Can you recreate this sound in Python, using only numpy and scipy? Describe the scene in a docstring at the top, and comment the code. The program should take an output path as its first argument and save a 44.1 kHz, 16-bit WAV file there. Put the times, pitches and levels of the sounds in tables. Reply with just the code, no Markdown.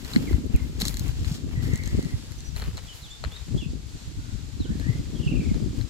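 """Wind rumbles and flutters at two microphone ports over a steady distant hiss of leaves; a horse, a few metres
off, gathers dried corn from dusty ground and cracks it between its teeth, while birds call now and then.
Wind is shaped noise, nearly separate in each port, with short damped swings for eddies; leaves are partly
correlated noise. Grinding is dense random clicks, cracks are struck modes, and bird calls are gliding sines.
Small delays between the ports place the horse and birds; random tails scatter the cracks and echo the calls."""
import sys
import numpy as np
from scipy import signal
from scipy.fft import rfft, irfft, next_fast_len
from scipy.io import wavfile
from scipy.ndimage import uniform_filter1d, map_coordinates

SR = 44100
rng = np.random.default_rng(int(sys.argv[2]) if len(sys.argv) > 2 else 0)


def store_wav(level_fs):
    """Save 16-bit WAV to argv[1]."""
    pcm = np.round(np.clip(np.atleast_2d(level_fs), -1, 1) * 32767)
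    wavfile.write(sys.argv[1], SR, pcm.T.astype(np.int16))


N = 259749
PADDED = next_fast_len(N)

# All levels are relative; "pan" is left minus right port.
# Wind rumble beneath the buffets, rising and sinking: [t/s, level/dB]
RUMBLE_LEVEL = [(0.0, -44.5), (0.34, -32.5), (0.89, -33), (1.18, -33), (1.35, -38), (1.69, -33), (3.2, -48),
                (3.71, -35), (3.9, -38.5), (4.17, -41.5), (4.77, -29), (5.12, -38.5), (5.48, -31),
                (5.89, -59)]
# Wind flutter above 140 Hz: [t/s, level/dB, pan/dB]
FLUTTER_LEVEL = [(0.0, -43, 16.5), (0.13, -46.5, -1), (0.16, -27.5, -13), (0.2, -31.5, 0.5),
                 (0.8, -40.5, 4.5), (1.61, -38.5, -0.5), (1.66, -28, 2.5), (1.84, -46.5, 1),
                 (1.97, -30, 2.0), (2.33, -51.5, 4.5), (2.74, -52.5, -11), (2.94, -63.5, -3),
                 (3.46, -60, -4), (3.56, -26, -5.5), (3.59, -40, -5), (3.76, -37.5, -4.5), (3.8, -48.5, 5),
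                 (4.45, -46.5, -3), (4.76, -36, -1.5), (5.02, -37, 2.5), (5.05, -45, 7.5), (5.32, -29, 1),
                 (5.77, -35, 3), (5.89, -52, 10)]
# Buffets that swell the wind: [peak t/s, peak level/dB, half width/s, pan/dB]
BUFFETS = [(.05, -38.5, 0.035, 21), (.18, -30.5, 0.032, 0), (0.34, -18.5, 0.026, 8.5),
           (0.552, -13.5, 0.0097, -5), (0.631, -21.5, 0.016, 13), (.803, -37, 0.063, -5),
           (.958, -27, 0.016, 10), (1.05, -26.5, 0.054, 3), (1.177, -23.5, 0.085, 5.5),
           (1.28, -28.5, 0.063, 10), (1.556, -28.5, 0.065, 5), (1.646, -27.5, 0.034, 13),
           (1.74, -22.5, 0.02, 2), (1.85, -28.5, 0.037, 11), (1.964, -17.5, 0.032, 1),
           (2.065, -34, 0.019, 7), (2.145, -26.5, 0.024, 7), (2.395, -34, 0.013, -5),
           (2.544, -32.5, 0.058, 16), (2.674, -28, 0.095, 4), (2.844, -29, 0.011, 0),
           (3.043, -37.5, 0.021, -5), (3.258, -29, 0.042, 6), (3.558, -32.5, 0.08, 15),
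           (3.712, -20, 0.01, -2), (4.082, -24, 0.013, -11.5), (4.171, -29, 0.037, 0),
           (4.345, -27.5, 0.018, 9.5), (4.608, -22, 0.017, -4), (4.7, -19.5, 0.011, -5),
           (4.894, -27, 0.017, 18), (5.002, -23, 0.016, 3.5), (5.102, -27.5, 0.033, 2),
           (5.201, -29.5, 0.012, 24), (5.278, -24.5, 0.012, 15), (5.378, -24, 0.027, 12),
           (5.517, -20.5, 0.038, 10), (5.69, -23, 0.043, 2.5), (5.82, -30, 0.031, 23.5)]
# Spectra of wind rumble and wind flutter: [f/Hz, level/dB per Hz]
RUMBLE_SPECTRUM = [(8.8, -11), (15, -59), (43, 5.5), (59, 6.5), (151, -3), (183, -13), (200, -10.5),
                   (260, -41), (440, -120)]
FLUTTER_SPECTRUM = [(71, -57), (120, -17), (155, 2), (187, -7), (248, 1), (577, -26), (1000, -48),
                    (1300, -53), (2200, -120)]
GUST_PAN_DB = 10  # the left port is the windward one
BUFFET_FLUTTER_DB = -15.5  # flutter that a buffet brings along
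WIND_SHARED = 0.51  # amplitude of the noise common to both ports, against 1 for each port's own

# Spectrum of distant leaves: [f/Hz, level/dB per Hz]
LEAVES_SPECTRUM = [(180, -50), (300, -11), (355, -15.5), (522, -19), (970, -17.5), (2440, -17.5),
                   (4240, -13.5), (5640, -17), (7380, -15.5), (9330, -27.5), (12600, -28.5), (13700, -38),
                   (15400, -40), (16500, -67)]
# Likeness of the leaf hiss in the two ports: [f/Hz, correlation/1]
LEAVES_CORRELATION = [(300, .6), (600, .4), (900, .15), (1300, -.15), (2000, -.08), (3000, .05), (6000, .0)]
# Balance of the leaf hiss: [f/Hz, pan/dB]
LEAVES_PAN = [(300, -4.5), (700, -3.5), (1300, 2), (2400, -0.8), (4400, 2.5), (6500, -3.5), (9000, -0.8),
              (15000, -1)]
LEAVES_DB = -50.5

# Strokes of the teeth: [peak t/s, rise/s, fall/s, grit level/dB, crunch level/dB, fizz minus grit/dB]
STROKES = [(.02, 0.0089, 0.21, -63, -62, 1), (.148, 0.16, 0.14, -47.5, -46.5, -5),
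           (.32, 0.2, 0.1, -53.5, -50, -3), (.54, 0.035, 0.18, -63, -52, 0), (.68, 0.1, .12, -62.5, -58, 0),
           (0.803, 0.0071, 0.026, -39, -55, -4), (.816, 0.0092, 0.011, -33.5, -38.5, -4),
           (.84, 0.062, 0.04, -44, -45.5, -14), (0.856, 0.0074, 0.037, -37.5, -51, -7),
           (.88, 0.022, 0.01, -39, -55, -7), (.895, .01, 0.069, -50, -50.5, 2),
           (.945, 0.012, .2, -51, -67, -3), (1.076, .1, 0.05, -57, -48, 1),
           (1.19, 0.17, 0.093, -54.5, -54, -12), (1.28, 0.059, 0.086, -49.5, -49.5, -7),
           (1.355, 0.093, 0.036, -45.5, -52.5, -11.5), (1.53, 0.059, 0.16, -60, -54.5, -4),
           (1.63, 0.011, .25, -49.5, -48.5, -5), (1.864, 0.036, 0.9, -51.5, -54.5, -10),
           (2.048, .1, 0.092, -62, -68, -3), (2.248, 0.14, 0.098, -71, -69, -5),
           (2.388, 0.025, 0.044, -61, -71, -5), (2.57, .015, 0.11, -52.5, -50, 1.5),
           (2.625, .04, 0.092, -57, -47, 1), (2.785, .02, 0.024, -48.5, -50, -18),
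           (2.855, 0.11, .06, -57, -57.5, -4), (2.944, 0.018, 0.12, -59, -60, 4),
           (3.24, .004, .03, -53, -43.5, -18), (3.32, .08, 0.22, -62, -55, -5),
           (3.6, 0.19, .09, -55.5, -62, -19), (3.7, 0.012, 0.035, -51.5, -71, -28),
           (3.89, 0.018, .06, -57, -64, -11), (4.6, 0.023, 0.021, -57, -65, -22),
           (4.81, 0.14, 0.6, -56.5, -57, -12), (5.52, 0.85, 0.87, -56.5, -58, -16),
           (5.77, .04, 0.12, -58, -58, -6.5)]
# Spectra of splintering grit, its finest fizz and duller crunch: [f/Hz, level/dB per Hz]
GRIT_SPECTRUM = [(1650, -54), (2800, -5.5), (3380, 6.5), (3890, 5.5), (4960, 7), (5620, 4), (6120, 1),
                 (7100, 4.5), (9200, -5.5), (12000, -38), (20200, -120)]
FIZZ_SPECTRUM = [(5290, -41), (9000, -14), (10600, 2.5), (11800, 1), (13400, -2.5), (16000, -8.5)]
CRUNCH_SPECTRUM = [(240, -52), (400, -1.5), (604, -9), (738, -8), (1850, -9.5), (3110, -8), (5000, -31),
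                   (6500, -58), (11000, -120)]
# The microphone swings round towards the horse: [t/s, delay of the left port/ms]
HORSE_LAG = [(0, .15), (1.9, .14), (2.55, .05), (3.2, .02), (5.89, 0)]
STROKE_DROP_DB = 12  # lost over a rise or a fall time
MUNCH_DB = -69.5  # dull crunch that never quite stops

# Kernels cracking: [t/s, peak level/dB, strongest f/Hz, loss away from it/dB per octave]
CRACKS = [(.048, -37.5, 3500, 5.5), (0.135, -29, 3800, 29), (.161, -11, 2650, 21.5), (.33, -29.5, 1120, 8),
          (.465, -48, 13000, 20), (.562, -38, 12500, 6), (0.639, -50, 13500, 14), (.667, -52, 13500, 9),
          (.802, -32, 5500, 6), (.818, -16.5, 3970, 20), (0.853, -27.5, 5100, 4.5), (.872, -39, 4000, 5),
          (0.882, -20.5, 6760, 13), (.942, -37.5, 6500, 2), (.97, -31.5, 6600, 5), (.995, -29.5, 8300, 9),
          (1.081, -42, 9000, 5), (1.246, -26, 3060, 31), (1.627, -42, 1710, 7), (1.736, -41, 6000, 9),
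          (1.758, -33.5, 6500, 12), (1.776, -42, 8000, 5), (1.836, -43, 7500, 4), (1.859, -36, 7000, 13),
          (1.876, -38, 8000, 5), (2.027, -40, 9000, 5), (2.048, -46, 6500, 1), (2.32, -47, 12000, 0.5),
          (2.405, -40, 6000, 14), (2.563, -39, 3000, 4), (2.566, -34.5, 930, 13), (2.598, -36, 1500, 4),
          (2.62, -35, 1800, 5), (2.624, -34, 1100, 8), (2.639, -39, 2000, 9), (2.659, -39.5, 1800, 12),
          (2.771, -37.5, 4000, 3.5), (2.778, -34, 1100, 4), (2.856, -45, 1100, 9), (3.239, -27, 1010, 6),
          (3.248, -29.5, 1500, 10), (3.321, -53, 800, 0), (3.364, -41, 1790, 4), (4.798, -37.5, 2300, 6),
          (5.155, -37, 2640, 40), (5.543, -35, 900, 5.5), (5.812, -37.5, 1990, 7.5)]
# Modes of a cracking kernel: [f/Hz, level/dB, decay time t60/s]
KERNEL_MODES = [(604, 5, 0.016), (927, 1.5, 0.0089), (1120, -11.5, 0.018), (1260, 3.5, 0.0092),
                (1580, 12, 0.0027), (2120, 7.5, 0.0072), (2520, -2.5, 0.0036), (3220, 9, 0.0019),
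                (3640, 9, 0.0027), (4190, 9, 0.0071), (5900, 5, 0.0043), (7550, 12, 0.0022),
                (11300, 7, 0.0053), (12700, 7, 0.0028)]
# Rough ground and legs scatter each crack: [delay/s, level/dB per ms]
GROUND_SCATTER = [(.0002, 10), (.002, -13.5), (.012, -22)]
CRACK_CHANCE_DB = 2.2  # spread of a mode's strength from crack to crack

# Single eddies that slap a port: [t/s, peak level/dB, f/Hz, pan/dB]
SLAPS = [(0.163, -2, 230, 1), (0.31, -16, 323, -6), (0.382, -16, 251, -2), (0.537, -14.5, 136, 0),
         (0.826, -18, 197, -2), (1.312, -16.5, 147, 1), (1.573, -15.5, 123, 2), (1.652, -16.5, 112, 4),
         (1.972, -19, 185, 2), (2.053, -18.5, 163, 9.5), (2.137, -21.5, 104, -19.5),
         (3.506, -33, 122.6, 13), (3.544, -16.5, 143, 11.5), (3.661, -21, 149, 13), (4.602, -14, 260, 3.5),
         (4.702, -16.5, 205, 6), (4.891, -13, 120, 9.5), (4.949, -21, 131, -8), (4.99, -22.5, 115, -9),
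         (5.263, -11, 140, -6.5), (5.316, -15.5, 140, -6), (5.395, -15.5, 164, -6), (5.513, -9.5, 207, 3),
         (5.621, -19.5, 115, 12), (5.777, -27.5, 110, 23)]

# Chirps of the birds ahead, and distinct echoes of the first two:
# [start t/s, length/s, first f/Hz, middle f/Hz, last f/Hz, level/dB]
CHIRPS = [(.268, .036, 2400, 2130, 1850, -45), (.312, .022, 2050, 2050, 1950, -50),
          (.543, .045, 2900, 2280, 1850, -48), (.595, .022, 2150, 2080, 1950, -51),
          (.885, .07, 2850, 1950, 1650, -54), (2.383, .017, 6050, 6100, 6200, -49),
          (2.445, .05, 5850, 5880, 5900, -50), (2.87, .07, 3450, 3030, 2920, -48),
          (3.015, .08, 4300, 3500, 2840, -49), (3.098, .08, 3330, 3580, 3580, -46),
          (3.105, .024, 7150, 7220, 7050, -50), (3.31, .075, 3200, 3700, 3680, -48),
          (3.575, .027, 3150, 3400, 3300, -41), (3.6, .055, 3300, 2720, 2570, -44),
          (3.695, .02, 4800, 4650, 4640, -54), (4.595, .07, 4200, 3650, 2800, -46),
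          (5.152, .045, 3450, 3250, 2950, -49), (5.21, .07, 3350, 3300, 3150, -53),
          (5.58, .02, 4800, 4800, 4770, -56), (5.612, .024, 4850, 4800, 4750, -58)]
# Rising notes of a lower bird off to the right: same columns as the chirps
NOTES = [(4.655, .05, 1420, 1510, 1550, -51), (4.705, .04, 1760, 1760, 1780, -48),
         (4.81, .075, 1750, 1850, 1900, -46), (4.878, .025, 1950, 2070, 2070, -40),
         (4.94, .018, 2050, 2050, 2050, -44)]
# Trills: the chirp columns, then [pitch swing/share of middle f, beat rate/Hz, t of a beat/s,
# throb level/dB, delay of the left port/ms]
TRILLS = [(1.55, .6, 1930, 2020, 1930, -49.5, .075, 13.7, 1.722, 8, .2),
          (4.18, .22, 1454, 1445, 1450, -61, .045, 27, 4.195, 6, .25),
          (5.195, .33, 3050, 2580, 2150, -47, .055, 22.5, 5.278, 7, 0)]
# Sheds and trees send the calls back as a blur: [delay/s, level/dB per ms]
ECHOES = [(.003, -20), (.025, -20), (.046, -21), (.058, -27), (.1, -36), (.2, -48)]
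ECHO_CUT_HZ = 4800  # the long way round dulls the treble
RIGHT_LAG_MS = 0.22  # delay of the left port for the notes
CHIRP_PEAK = 0.3  # a call is loudest at this share of its length
CHIRP_START_DB, CHIRP_END_DB, TRILL_END_DB = -6, -7, -11  # trills fade further than chirps
WAVER_HZ, THROB_DB = 60, 2.5  # random spread of pitch and level in chirps and notes
TRILL_WAVER, TRILL_THROB_DB = 0.6, 2.5  # random pitch as a share of the swing, and random level

CUTOFF_HZ = 16900


def from_db(db):
    """Logarithmic level: the amplitude gain of a level in dB."""
    return 10 ** (np.asarray(db) / 20)


def rms_one(x):
    """Power normalisation: scale to rms 1."""
    return x / np.sqrt(np.mean(x ** 2) + 1e-20)


def in_time(rows):
    """Linear interpolation: every column of a time table, sample by sample."""
    t, *columns = np.transpose(rows)
    return [np.interp(np.arange(N) / SR, t, column) for column in columns]


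def at_hz(points):
    """Interpolation over log frequency: a (f/Hz, value) table at every frequency bin."""
    hz = np.fft.rfftfreq(PADDED, 1 / SR) + 1
    table_hz, values = np.transpose(points)
    return np.interp(np.log(hz), np.log(table_hz), values)


def drift(rate):
    """Low-passed noise: slow chance of spread 1, from two equal poles at rate/Hz."""
    # one value per 20 samples; the first 2000 let the filter settle
    pole = np.exp(-2 * np.pi * rate * 20 / SR)
    noise = rng.standard_normal(N // 20 + 2002)
    slow = signal.lfilter([1], [1, -2 * pole, pole * pole], noise)[2000:]
    return np.interp(np.arange(N) / 20, np.arange(len(slow)), rms_one(slow))


def colour(x, spectrum):
    """Spectral shaping: multiply white input by a table of levels; rms 1."""
    shaped = rfft(x, PADDED) * from_db(at_hz(spectrum))
    return rms_one(irfft(shaped, PADDED)[..., :N])


def ports(x, lag):
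    """Time difference of arrival: one sound reaches both ports, the left one later."""
    positions = np.arange(N) - in_time(lag)[0] * SR / 1000
    late = map_coordinates(x, [positions], order=3)
    return np.array([late, x])


def blur(x, echoes):
    """Diffuse reflection: convolution with dense random echoes, unrelated in the two ports."""
    delay_s, db = np.transpose(echoes)
    t = np.arange(int(delay_s[-1] * SR)) / SR
    envelope = from_db(np.interp(t, delay_s, db, left=-99))
    tail = envelope * rng.standard_normal((2, len(t))) / np.sqrt(SR / 1000)
    return signal.fftconvolve(x[None], tail, axes=1)[:, :N]


def even(x, window_s, share):
    """Partial gain compression: flatten a share of the slow chance swells of a noise."""
    window = int(window_s * SR)
    power = uniform_filter1d(uniform_filter1d(x ** 2, window), window)
    return rms_one(x / (power + 0.074) ** (np.clip(share, 0, 1) / 2))


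def wind(lumps_db, both_db):
    """Turbulent pressure, mostly unrelated in the two ports; its lumps swell rumble and flutter together."""
    (rumble_db,), (flutter_db, flutter_pan_db) = in_time(RUMBLE_LEVEL), in_time(FLUTTER_LEVEL)
    shared = WIND_SHARED * rng.standard_normal((2, N))
    t = np.arange(0, N, 32) / SR
    out = []
    for side in (0.5, -0.5):  # left, right
        # doubled dB: from_db then gives power
        power = sum(from_db(2 * (db + side * pan_db) - 12 * ((t - peak_s) / width_s) ** 2)
                    for peak_s, db, width_s, pan_db in BUFFETS)
        buffet_power = np.interp(np.arange(N) / SR, t, power)
        rumble_power = buffet_power + from_db(2 * (rumble_db + side * GUST_PAN_DB))
        flutter_power = (buffet_power * from_db(2 * BUFFET_FLUTTER_DB)
                         + from_db(2 * (flutter_db + 2 + side * flutter_pan_db)))

        lump_db = lumps_db * drift(26.7)
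        rumble = colour(rng.standard_normal(N) + shared[0], RUMBLE_SPECTRUM) * from_db(lump_db)
        flutter = colour(rng.standard_normal(N) + shared[1], FLUTTER_SPECTRUM)
        flutter = flutter * from_db(1.94 * lump_db + 2.97 * drift(42.5))
        rumble = even(rumble, 0.086, share=0.27) * np.sqrt(rumble_power)
        flutter = even(flutter, 0.027, share=0.56) * np.sqrt(flutter_power)
        out.append(from_db(both_db) * (rumble + flutter))
    return np.array(out)


def leaves():
    """Diffuse-field coherence: far hiss from all around, most alike in the two ports in the bass."""
    alike = np.clip(at_hz(LEAVES_CORRELATION), -1, 1)
    mid, side = rfft(rng.standard_normal((2, PADDED)))
    signs = np.array([[1], [-1]])
    # sum and difference weights that give the correlation wanted
    pair = np.sqrt(1 + alike) * mid + signs * np.sqrt(1 - alike) * side
    pair = pair * from_db(signs * at_hz(LEAVES_PAN) / 2)
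    hiss = colour(irfft(pair, PADDED), LEAVES_SPECTRUM)
    return from_db(LEAVES_DB + 0.9 * drift(2.5)) * hiss


def swell(peak_s, rise_s, fall_s, drop_db):
    """Exponential growth and decay: a gain that climbs to 1 and dies away, steadily in dB."""
    t = np.arange(N) / SR - peak_s
    return from_db(-drop_db * np.maximum(-t / max(rise_s, 0.002), t / max(fall_s, 0.002)))


def grains(per_s, spread_db):
    """Shot noise: random clicks of very uneven size and either sign."""
    sizes = from_db(spread_db * np.minimum(rng.exponential(1, N), 5)) * rng.choice([-1, 1], N)
    return sizes * (rng.random(N) < per_s / SR)


def grinding(scatter):
    """Dense fracture as shot noise; what scatters off the ground is unrelated in the two ports."""
    power = np.zeros((3, N))  # grit, fizz, crunch
    power[2] = from_db(2 * MUNCH_DB)
    for peak_s, rise_s, fall_s, grit_db, crunch_db, fizz_db in STROKES:
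        peaks = from_db([[grit_db], [grit_db + fizz_db], [crunch_db]])
        power += (peaks * swell(peak_s, rise_s, fall_s, STROKE_DROP_DB)) ** 2
    grit, fizz, crunch = np.sqrt(power)
    sputter = from_db(1.5 * drift(52))
    ways = []
    for _ in range(3):  # direct, then scattered to the left and right ports
        splinters = grains(4000, 3.0) * sputter
        coarse = grains(900, 2.5) * sputter
        ways.append(grit * colour(splinters, GRIT_SPECTRUM)
                    + fizz * colour(splinters, FIZZ_SPECTRUM)
                    + crunch * colour(coarse, CRUNCH_SPECTRUM))
    return ports(ways[0], HORSE_LAG) + scatter * np.array(ways[1:])


def ring(clicks, hz, t60):
    """Damped resonance: a unit click sets a sine of height 1 ringing."""
    pole, angle = from_db(-60 / (t60 * SR)), 2 * np.pi * hz / SR
    return signal.lfilter([0, np.sin(angle)], [1, -2 * pole * np.cos(angle), pole * pole], clicks + 1e-18)


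def cracks():
    """Modal excitation: each crack strikes all modes, hardest near its own pitch, each with some chance."""
    t, peak_db, centre_hz, loss_db = np.transpose(CRACKS)
    chance = rng.standard_normal((len(t), len(KERNEL_MODES)))
    out = np.zeros(N)
    for k, (hz, mode_db, t60) in enumerate(KERNEL_MODES):
        octaves = np.abs(np.log2(hz / centre_hz))
        strike_db = peak_db - loss_db * octaves + mode_db - 5.5 + CRACK_CHANCE_DB * chance[:, k]
        clicks = np.zeros(N)
        clicks[np.round(t * SR).astype(int)] = from_db(strike_db)
        out += (-1) ** k * ring(clicks, hz, t60)  # alternate signs
    return ports(out, HORSE_LAG) + blur(out, GROUND_SCATTER)


def slaps(turns, gain_db):
    """Vortex impact: each eddy is a few quick swings of pressure, with unrelated phase in the two ports."""
    out = np.zeros((2, N))
    phases = rng.uniform(0, 2 * np.pi, (len(SLAPS), 2))
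    for (start_s, db, hz, pan_db), phase in zip(SLAPS, phases):
        start = int(start_s * SR)
        length = min(int(9 * turns / hz * SR), N - start)
        cycles = np.arange(length) / SR * hz
        shape = (cycles / turns * np.exp(1 - cycles / turns)) ** 1.1  # smooth quick rise, slower fall
        pan = from_db([[pan_db / 2], [-pan_db / 2]])
        swing = np.sin(2 * np.pi * cycles + phase[:, None]) * pan
        out[:, start:start + length] += from_db(db + gain_db) * shape * swing
    return out


def glide(start_s, length_s, first_hz, middle_hz, last_hz, db, end_db=CHIRP_END_DB):
    """Parabolic glissando: rows (t/s, f/Hz, level/dB) through three pitches, the level swelling and fading."""
    share = np.linspace(0, 1, num=21)
    bend = np.polyfit([0, 0.5, 1], [first_hz, middle_hz, last_hz], deg=2)
    level = db + np.interp(share, [0, CHIRP_PEAK, 1], [CHIRP_START_DB, 0, end_db])
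    return np.transpose([start_s + share * length_s, np.polyval(bend, share), level])


def whistle(rows, bend_hz, throb):
    """Frequency and amplitude modulation: a sine along the rows, bent by some Hz and throbbing in level."""
    a, b = int(rows[0][0] * SR), int(rows[-1][0] * SR)
    hz, db = in_time(rows)[:2]
    n = np.arange(N)
    edges = np.clip(np.minimum(n - a, b - n) / (0.001 * SR), 0, 1)[a:b]  # 1 ms ramps
    level = np.sqrt(2) * (from_db(db) * throb)[a:b]  # sqrt(2): the rows give rms
    phase = 2 * np.pi * np.cumsum((hz + bend_hz)[a:b]) / SR
    out = np.zeros(N)
    out[a:b] = level * edges * np.sin(phase)
    return out


def birds(direct_db):
    """Modulated tones: calls waver, trills slide down through each loud beat; distance leaves much a blur."""
    wobble, throb, drag = drift(110), drift(35), 0.3 * drift(3)
    calls = []
    for rows, lag_ms in ((CHIRPS, 0), (NOTES, RIGHT_LAG_MS)):
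        song = sum(whistle(glide(*row), WAVER_HZ * wobble, from_db(THROB_DB * throb)) for row in rows)
        calls.append((song, lag_ms))
    for *call, swing, per_s, beat_s, throb_db, lag_ms in TRILLS:
        middle_hz = call[3]
        phase = 2 * np.pi * per_s * (np.arange(N) / SR - beat_s) + drag
        bend_hz = middle_hz * swing * (TRILL_WAVER * wobble - np.sin(phase))
        beat = from_db(throb_db * np.cos(phase) + TRILL_THROB_DB * throb)
        calls.append((whistle(glide(*call, TRILL_END_DB), bend_hz, beat), lag_ms))
    direct = sum(ports(song, [(0, lag_ms)]) for song, lag_ms in calls)
    low_pass = signal.butter(2, ECHO_CUT_HZ, fs=SR, output="sos")
    dull = signal.sosfilt(low_pass, sum(song for song, _ in calls))
    return from_db(direct_db) * direct + blur(dull, ECHOES)


def scene():
    """Superposition: wind, leaves, horse and birds add; the horse is a little louder in the left port."""
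    air = wind(lumps_db=4.0, both_db=-1.5) + slaps(turns=0.71, gain_db=-2.5)
    horse = (grinding(scatter=1.0) + cracks()) * from_db([[0.6], [-0.6]])
    return air + leaves() + horse + birds(direct_db=-0.54)


def record(dry):
    """Low-pass filtering: the top is cut, by at least 60 dB from CUTOFF_HZ up."""
    return signal.sosfilt(signal.cheby2(12, 60, CUTOFF_HZ, fs=SR, output="sos"), dry)


dry = scene()
out = record(dry)
store_wav(out)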